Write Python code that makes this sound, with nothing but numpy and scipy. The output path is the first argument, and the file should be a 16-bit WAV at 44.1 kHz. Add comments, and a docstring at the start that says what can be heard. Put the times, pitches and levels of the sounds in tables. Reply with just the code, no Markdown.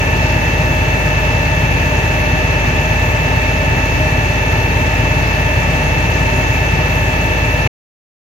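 """In a garage, under a fire truck, a six-cylinder engine drives the water pump at a steady speed.
Each firing pushes a puff out of the exhaust, so it chugs, and jolts loose parts, so they clatter.
Valves and injectors knock, gear teeth whine and belt-driven parts sing, all paced by the crankshaft.
Water hisses through the pump and now and then sputters. At the end the sound breaks off into silence."""
import sys
import numpy as np
from scipy import signal
from scipy.fft import rfft, irfft
from scipy.io import wavfile
from scipy.ndimage import map_coordinates

SR = 44100
rng = np.random.default_rng(int(sys.argv[2]) if len(sys.argv) > 2 else 0)


def generate_wav(sig):
    """Save sig (samples, or channels by samples) to the path in sys.argv[1] as 16-bit PCM at SR."""
    pcm = np.round(np.clip(np.atleast_2d(sig).T, -1, 1) * 32767).astype(np.int16)
    wavfile.write(sys.argv[1], SR, pcm)


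N = 362061
TIME = np.arange(N) / SR
FREQS = np.fft.rfftfreq(N, 1 / SR)
CYLINDERS = 6

# Engine speed, drifting a little as the governor holds it: t/s, speed/(turns per minute)
ENGINE_SPEED = [(0.0, 1038.1), (0.25, 1038.5), (0.75, 1035.7), (1.45, 1036.9), (1.72, 1034.8),
                (2.08, 1037.3), (2.37, 1034.4), (3.3, 1036.2), (3.85, 1036.8), (4.1, 1034.7), (4.4, 1035.4),
                (4.62, 1038.3), (5.08, 1033.8), (5.45, 1037.4), (6.4, 1036.6), (6.75, 1035.0),
                (7.15, 1035.4), (7.5, 1038.4)]
# Tones of the exhaust; a tone's "order" is its cycles per crank turn: order, level/dB
EXHAUST_TONES = [(2.5, -48), (3, -21.1), (4, -39), (4.5, -23.6), (5, -26), (5.5, -37), (6, -25.6),
                 (6.5, -32.5), (7, -32.4), (7.5, -33), (8, -32.4), (8.5, -29.5), (9, -44.5), (9.5, -42)]
# Rumble of the uneven exhaust flow: f/Hz, level/dB per Hz
EXHAUST_RUMBLE = [(15, -70.5), (34, -63), (43, -57), (62, -48.5), (95, -46.5), (122, -44.5), (132, -54),
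                  (146, -42), (162, -41.5), (182, -46.5), (205, -55.5), (400, -76)]
# Strength of the overtones in the repeating knock: f/Hz, level/dB
KNOCK_SPECTRUM = [(150, -78), (180, -50.5), (230, -47.5), (330, -46.5), (500, -50), (850, -47),
                  (1100, -53.5), (1450, -53.5), (1750, -47), (2400, -48), (2640, -49.5), (2850, -52.5),
                  (3500, -63), (8000, -95)]
# Rattle of loose engine parts: f/Hz, level/dB per Hz
RATTLE_SPECTRUM = [(150, -69.5), (240, -50.5), (520, -54), (880, -55.5), (1040, -58.5), (1250, -57),
                   (1450, -58.5), (1900, -56.5), (2700, -57.5), (3000, -62.5), (3800, -73), (4900, -74.5),
                   (8000, -101)]
# Pitches at which the garage, chassis and cast metal parts ring: f/Hz, width/Hz, peak level/dB per Hz
RESONANCES = [(112.7, 7.2, -36), (244.6, 18.6, -47.5), (319, 16, -52), (397, 67, -57), (487.7, 14.5, -49.5),
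              (615.6, 22.7, -44.5), (798, 31, -53), (906, 90, -54.5), (1280, 25, -58), (1744, 29, -51),
              (1905, 33, -53), (2030, 30, -62.5), (2180, 81, -55), (2353, 35, -52), (2610, 14, -50),
              (2770, 19, -62), (2910, 46, -64.5), (3030, 30, -67), (3190, 22, -62.5), (3345, 40, -65.5),
              (3440, 45, -64.5), (3780, 98, -66), (4125, 40, -66), (4454, 90, -67.5), (6150, 490, -69.5),
              (9210, 180, -80.5), (11400, 100, -84.5)]
# Water rushing through the pump: f/Hz, level/dB per Hz
WATER_HISS = [(1500, -92), (3300, -71.5), (4400, -72), (4950, -74), (5200, -72.5), (5550, -74), (5800, -73),
              (6500, -73), (7150, -73.5), (7450, -80), (8600, -88), (9700, -87.5), (10600, -83.5),
              (12500, -84), (13700, -86.5), (15400, -83)]
# Tones tied to the crank, mainly from a 51-tooth gear:
# order, left level/dB, right level/dB, left side's lead/rad
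GEAR_TONES = [(15, -43, -43, .3), (22, -40, -41, .7), (27, -40, -46, .6), (36, -37, -39, .2),
              (40, -39, -43, .7), (47, -42, -43, .7), (50, -45, -42, 1.1), (51, -30, -31, 2.1),
              (52, -36.5, -38.5, .7), (53, -34.5, -36.5, 1.8), (54, -41, -49, -2.3), (55, -41, -55, -1.3),
              (100, -47, -41, 0), (102, -28.5, -33.5, -1.9), (111, -47, -39, -2.1), (114, -42, -47, .2),
              (134, -50, -39, -2.6), (135, -40, -44, 2.6), (150, -55, -39, -.9), (153, -25.4, -26.1, -.3),
              (204, -46.5, -58, -.3), (255, -50, -53, 2.4), (306, -53, -59, .6), (357, -60, -41.5, -2.1)]
# Tones of the belt-driven parts and the pump at average speed:
# f/Hz, left level/dB, right level/dB, left side's lead/rad
BELT_TONES = [(186, -37, -42, .3), (280.2, -38, -37, .2), (380.5, -40, -41, .5), (447.6, -42, -40, .6),
              (560.4, -36, -40, .2), (596.5, -39, -37, .1), (1120.8, -52, -44, .8), (1298, -42, -50, 2.6),
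              (1681.2, -42, -44, -.8), (1881, -35, -39, -2.0), (1968, -44, -45, -.8), (2325, -39, -41, 2.3),
              (2338, -39, -42, 2.3), (2403, -34, -36, -3.0), (2420, -34, -41, -2.0),
              (2562.5, -41, -38, -.3), (2723, -44, -47, -.6), (2843, -42, -52, .9), (2882, -45, -44, 1.6),
              (9070, -65, -65, 0)]
# Short swells of the hiss: middle t/s, length/s, centre f/Hz, width/Hz, peak level/dB per Hz
HISS_SURGES = [(0.278, .2, 5400, 2600, -72), (3.88, .3, 6300, 1300, -74), (5.3, .26, 4000, 1396, -69.5),
               (6.153, .12, 5600, 2400, -72.5), (6.46, .34, 6600, 1100, -69.5)]
# How alike the left and right sides sound: f/Hz, likeness (0 to 1)
SIDE_LIKENESS = [(60, .997), (170, .95), (350, .72), (620, .78), (850, .6), (1050, .3), (1300, .5),
                 (1700, .25), (2400, .4), (3500, .1), (7500, .12), (9500, .55), (11000, .9), (15000, .76)]
# How far the left side's wave runs ahead of the right's: f/Hz, lead/rad
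LEFT_LEAD = [(60, .05), (170, .35), (270, .25), (450, .8), (620, .2), (900, 1.1), (1250, 2.8), (2000, 4.0),
             (7000, 2 * np.pi)]
# How much louder the left side is than the right: f/Hz, level/dB
LEFT_LOUDER = [(100, 2.5), (200, 0), (700, 3.5), (1000, -1), (1300, 5), (1600, -4.5), (2400, 1), (3300, -1),
               (4400, 3.5), (5400, -3), (6100, -5), (7000, 0), (7900, 4), (9000, 2), (11000, -0.5),
               (13000, -2), (15500, -4.5)]


def gain_of(db):
    """Turn decibels into a number to multiply a wave by."""
    return 10 ** (np.asarray(db) / 20)


def look_up(table, hz):
    """Read between a table's rows, along straight lines on a pitch (log-frequency) scale."""
    row_hz, value = np.transpose(table)
    return np.interp(np.log(hz + 1), np.log(row_hz + 1), value)


def wander(rate_hz):
    """A random drift of typical size 1, mostly slower than the given rate."""
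    drift = irfft(rfft(rng.standard_normal(N)) / (1 + (FREQS / rate_hz) ** 2), N)
    return drift / drift.std()


def stereo(hz, a, b):
    """Blend two unrelated spectra into a left and a right one, most alike in the bass."""
    same = np.clip(look_up(SIDE_LIKENESS, hz), 0, 1)
    lean = gain_of(look_up(LEFT_LOUDER, hz) / 2)
    right = (same * a + np.sqrt(1 - same ** 2) * b) * np.exp(-1j * look_up(LEFT_LEAD, hz))
    return np.array([a * lean, right / lean])


def noise(spectrum):
    """Stereo noise with the given strength at each frequency (amplitude per root Hz)."""
    a, b = rfft(rng.standard_normal((2, N))) * np.sqrt(SR / 2)
    return irfft(stereo(FREQS, a, b) * spectrum, N)


def tone(cycles, left_db, right_db, lead, flutter, flutter_hz):
    """A stereo tone that follows a running count of cycles and wavers in level and timing."""
    shake = 1 + flutter * (wander(flutter_hz) + 1j * wander(flutter_hz))
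    wave = np.exp(2j * np.pi * (cycles + rng.random())) * shake / np.sqrt(.5 + flutter ** 2)
    right = wave * np.exp(-1j * lead)
    return np.array([gain_of(left_db) * wave.real, gain_of(right_db) * right.real])


def crank():
    """Add up the engine's speed to count the crankshaft's turns so far."""
    turns_per_minute = np.interp(TIME, *np.transpose(ENGINE_SPEED))
    return np.cumsum(turns_per_minute) / 60 / SR


def exhaust(turns, pipe_delay_turns=.315, smear_cycles=.014, open_end_cycles=.13, uneven_cycles=.2):
    """Unequal firings repeat every two crank turns: low tones that chug over a rumble of gas."""
    chug = np.zeros(N)
    for order, db in EXHAUST_TONES:
        # The pipe delays and spreads each puff; its open end shifts all the tones alike.
        lag = pipe_delay_turns * order + smear_cycles * (order - CYLINDERS) ** 2 - open_end_cycles
        lag += uneven_cycles * (order % 1 > 0)  # half orders, from unequal cylinders, trail behind
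        chug += np.sqrt(2) * gain_of(db) * np.sin(2 * np.pi * (order * turns - lag))
    rumble = noise(gain_of(look_up(EXHAUST_RUMBLE, FREQS)) * (FREQS < EXHAUST_RUMBLE[-1][0]))
    return chug * gain_of([[-.2], [.2]]) + rumble


def knock(turns, half_order_db=-8.0, size=8192):
    """Valves and injectors tap out the same pattern every two turns; most of it repeats each turn."""
    overtone = np.arange(size // 2 + 1)
    hz = overtone * turns[-1] / TIME[-1] / 2
    a, b = np.exp(2j * np.pi * rng.random((2, len(hz))))
    level_db = look_up(KNOCK_SPECTRUM, hz) + half_order_db * (overtone % 2)
    level_db += 0.6 * rng.standard_normal(len(hz))
    in_range = (hz > KNOCK_SPECTRUM[0][0]) & (hz < KNOCK_SPECTRUM[-1][0])
    pattern = irfft(stereo(hz, a, b) * gain_of(level_db) * in_range) * size / np.sqrt(2)
    position = turns / 2 % 1 * size  # loop the pattern at the crank's pace
    return np.array([map_coordinates(side, [position], order=3, mode="grid-wrap") for side in pattern])


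def firing_jolts(turns, depth=0.35, decay_gaps=0.57, uneven=0.72, flicker_db=0.3, flicker_hz=258):
    """A loudness curve: each firing jolts the engine by its own amount, then fades in the gap after."""
    firings = turns * CYLINDERS / 2
    strength = np.exp(uneven * rng.uniform(-1, 1, N))[firings.astype(int)]
    jolts = 1 + depth * strength * np.exp(-(firings % 1) / decay_gaps)
    jolts *= gain_of(flicker_db * wander(flicker_hz))
    return jolts / np.sqrt(np.mean(jolts ** 2))


def clatter(turns):
    """Loose parts rattle with each firing, while the garage and the truck's metal ring steadily."""
    spectrum = gain_of(look_up(RATTLE_SPECTRUM, FREQS)) * FREQS / (FREQS + 60)  # thin out the deep bass
    rattle = noise(spectrum) * firing_jolts(turns)
    ring_power = sum((gain_of(db) / (1 + ((FREQS - hz) / (0.69 * width)) ** 2)) ** 2
                     for hz, width, db in RESONANCES)
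    return rattle + noise(np.sqrt(ring_power))


def water(flicker_db=1.8, flicker_hz=70, swell_db=1.0, swell_hz=5, bands=8):
    """Water rushes through the pump: overlapping bands of hiss each flicker and swell on their own."""
    spectrum = gain_of(look_up(WATER_HISS, FREQS))
    span_hz = [WATER_HISS[1][0], WATER_HISS[-1][0]]
    band_position = np.interp(np.log(FREQS + 1), np.log(span_hz), [0, bands - 1])
    hiss = np.zeros((2, N))
    for band in range(bands):
        share = np.cos(np.pi / 2 * np.clip(band_position - band, -1, 1))
        band_hiss = noise(spectrum * share)
        hiss += band_hiss * gain_of(flicker_db * wander(flicker_hz) + swell_db * wander(swell_hz))
    return hiss


def gears(turns, sway_turns=.0006, slack_turns=0.00034, throb=0.15, throb_lag_turns=0.2, lope=0.047):
    """Gear teeth meet in step with the crank, which presses on them twice a turn: a throbbing whine."""
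    shaft = turns + sway_turns * np.sin(2 * np.pi * turns)  # the crank runs a bit ahead, then behind
    shaft += slack_turns * wander(25)  # slack between the teeth blurs the overtones
    load = 1 + throb * np.cos(2 * np.pi * 2 * (turns - throb_lag_turns))
    load -= lope * np.cos(2 * np.pi * turns)  # a gentler dip once a turn
    return load * sum(tone(order * shaft, left_db, right_db, lead, flutter=0.057, flutter_hz=19)
                      for order, left_db, right_db, lead in GEAR_TONES)


def belt(turns):
    """Belt-driven parts follow the crank only loosely, so their tones waver more than the gears' do."""
    engine_time = turns / turns[-1] * TIME[-1]  # a clock that runs faster when the engine does
    return sum(tone(hz * engine_time, left_db, right_db, lead, flutter=0.44, flutter_hz=5.9)
               for hz, left_db, right_db, lead in BELT_TONES)


def surges(sputter_db=2.5, sputter_hz=60):
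    """Now and then one band of the water's hiss swells and sputters for a moment."""
    hiss = np.zeros((2, N))
    for middle, length, hz, width, db in HISS_SURGES:
        swell = np.cos(np.pi * np.clip((TIME - middle) / length, -.5, .5))
        spectrum = gain_of(db) * np.exp(-2 * ((FREQS - hz) / width) ** 2)
        hiss += swell * noise(spectrum)
    return hiss * gain_of(sputter_db * wander(sputter_hz))


def scene():
    """One crank sets the pace for all the moving parts, and the water hisses alongside."""
    turns = crank()
    engine = exhaust(turns) + knock(turns) + clatter(turns)
    return engine + water() + gears(turns) + belt(turns) + surges()


def record(dry, stop_s=7.676, fade_s=.002, top_hz=15800):
    """Stop the sound suddenly and take away the very highest treble."""
    stopped = dry * np.clip((stop_s - TIME) / fade_s, 0, 1)
    low_pass = signal.firwin(511, top_hz, window=("kaiser", 9), fs=SR)
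    return signal.oaconvolve(stopped, low_pass[None], "same")


dry = scene()
out = record(dry)
generate_wav(out)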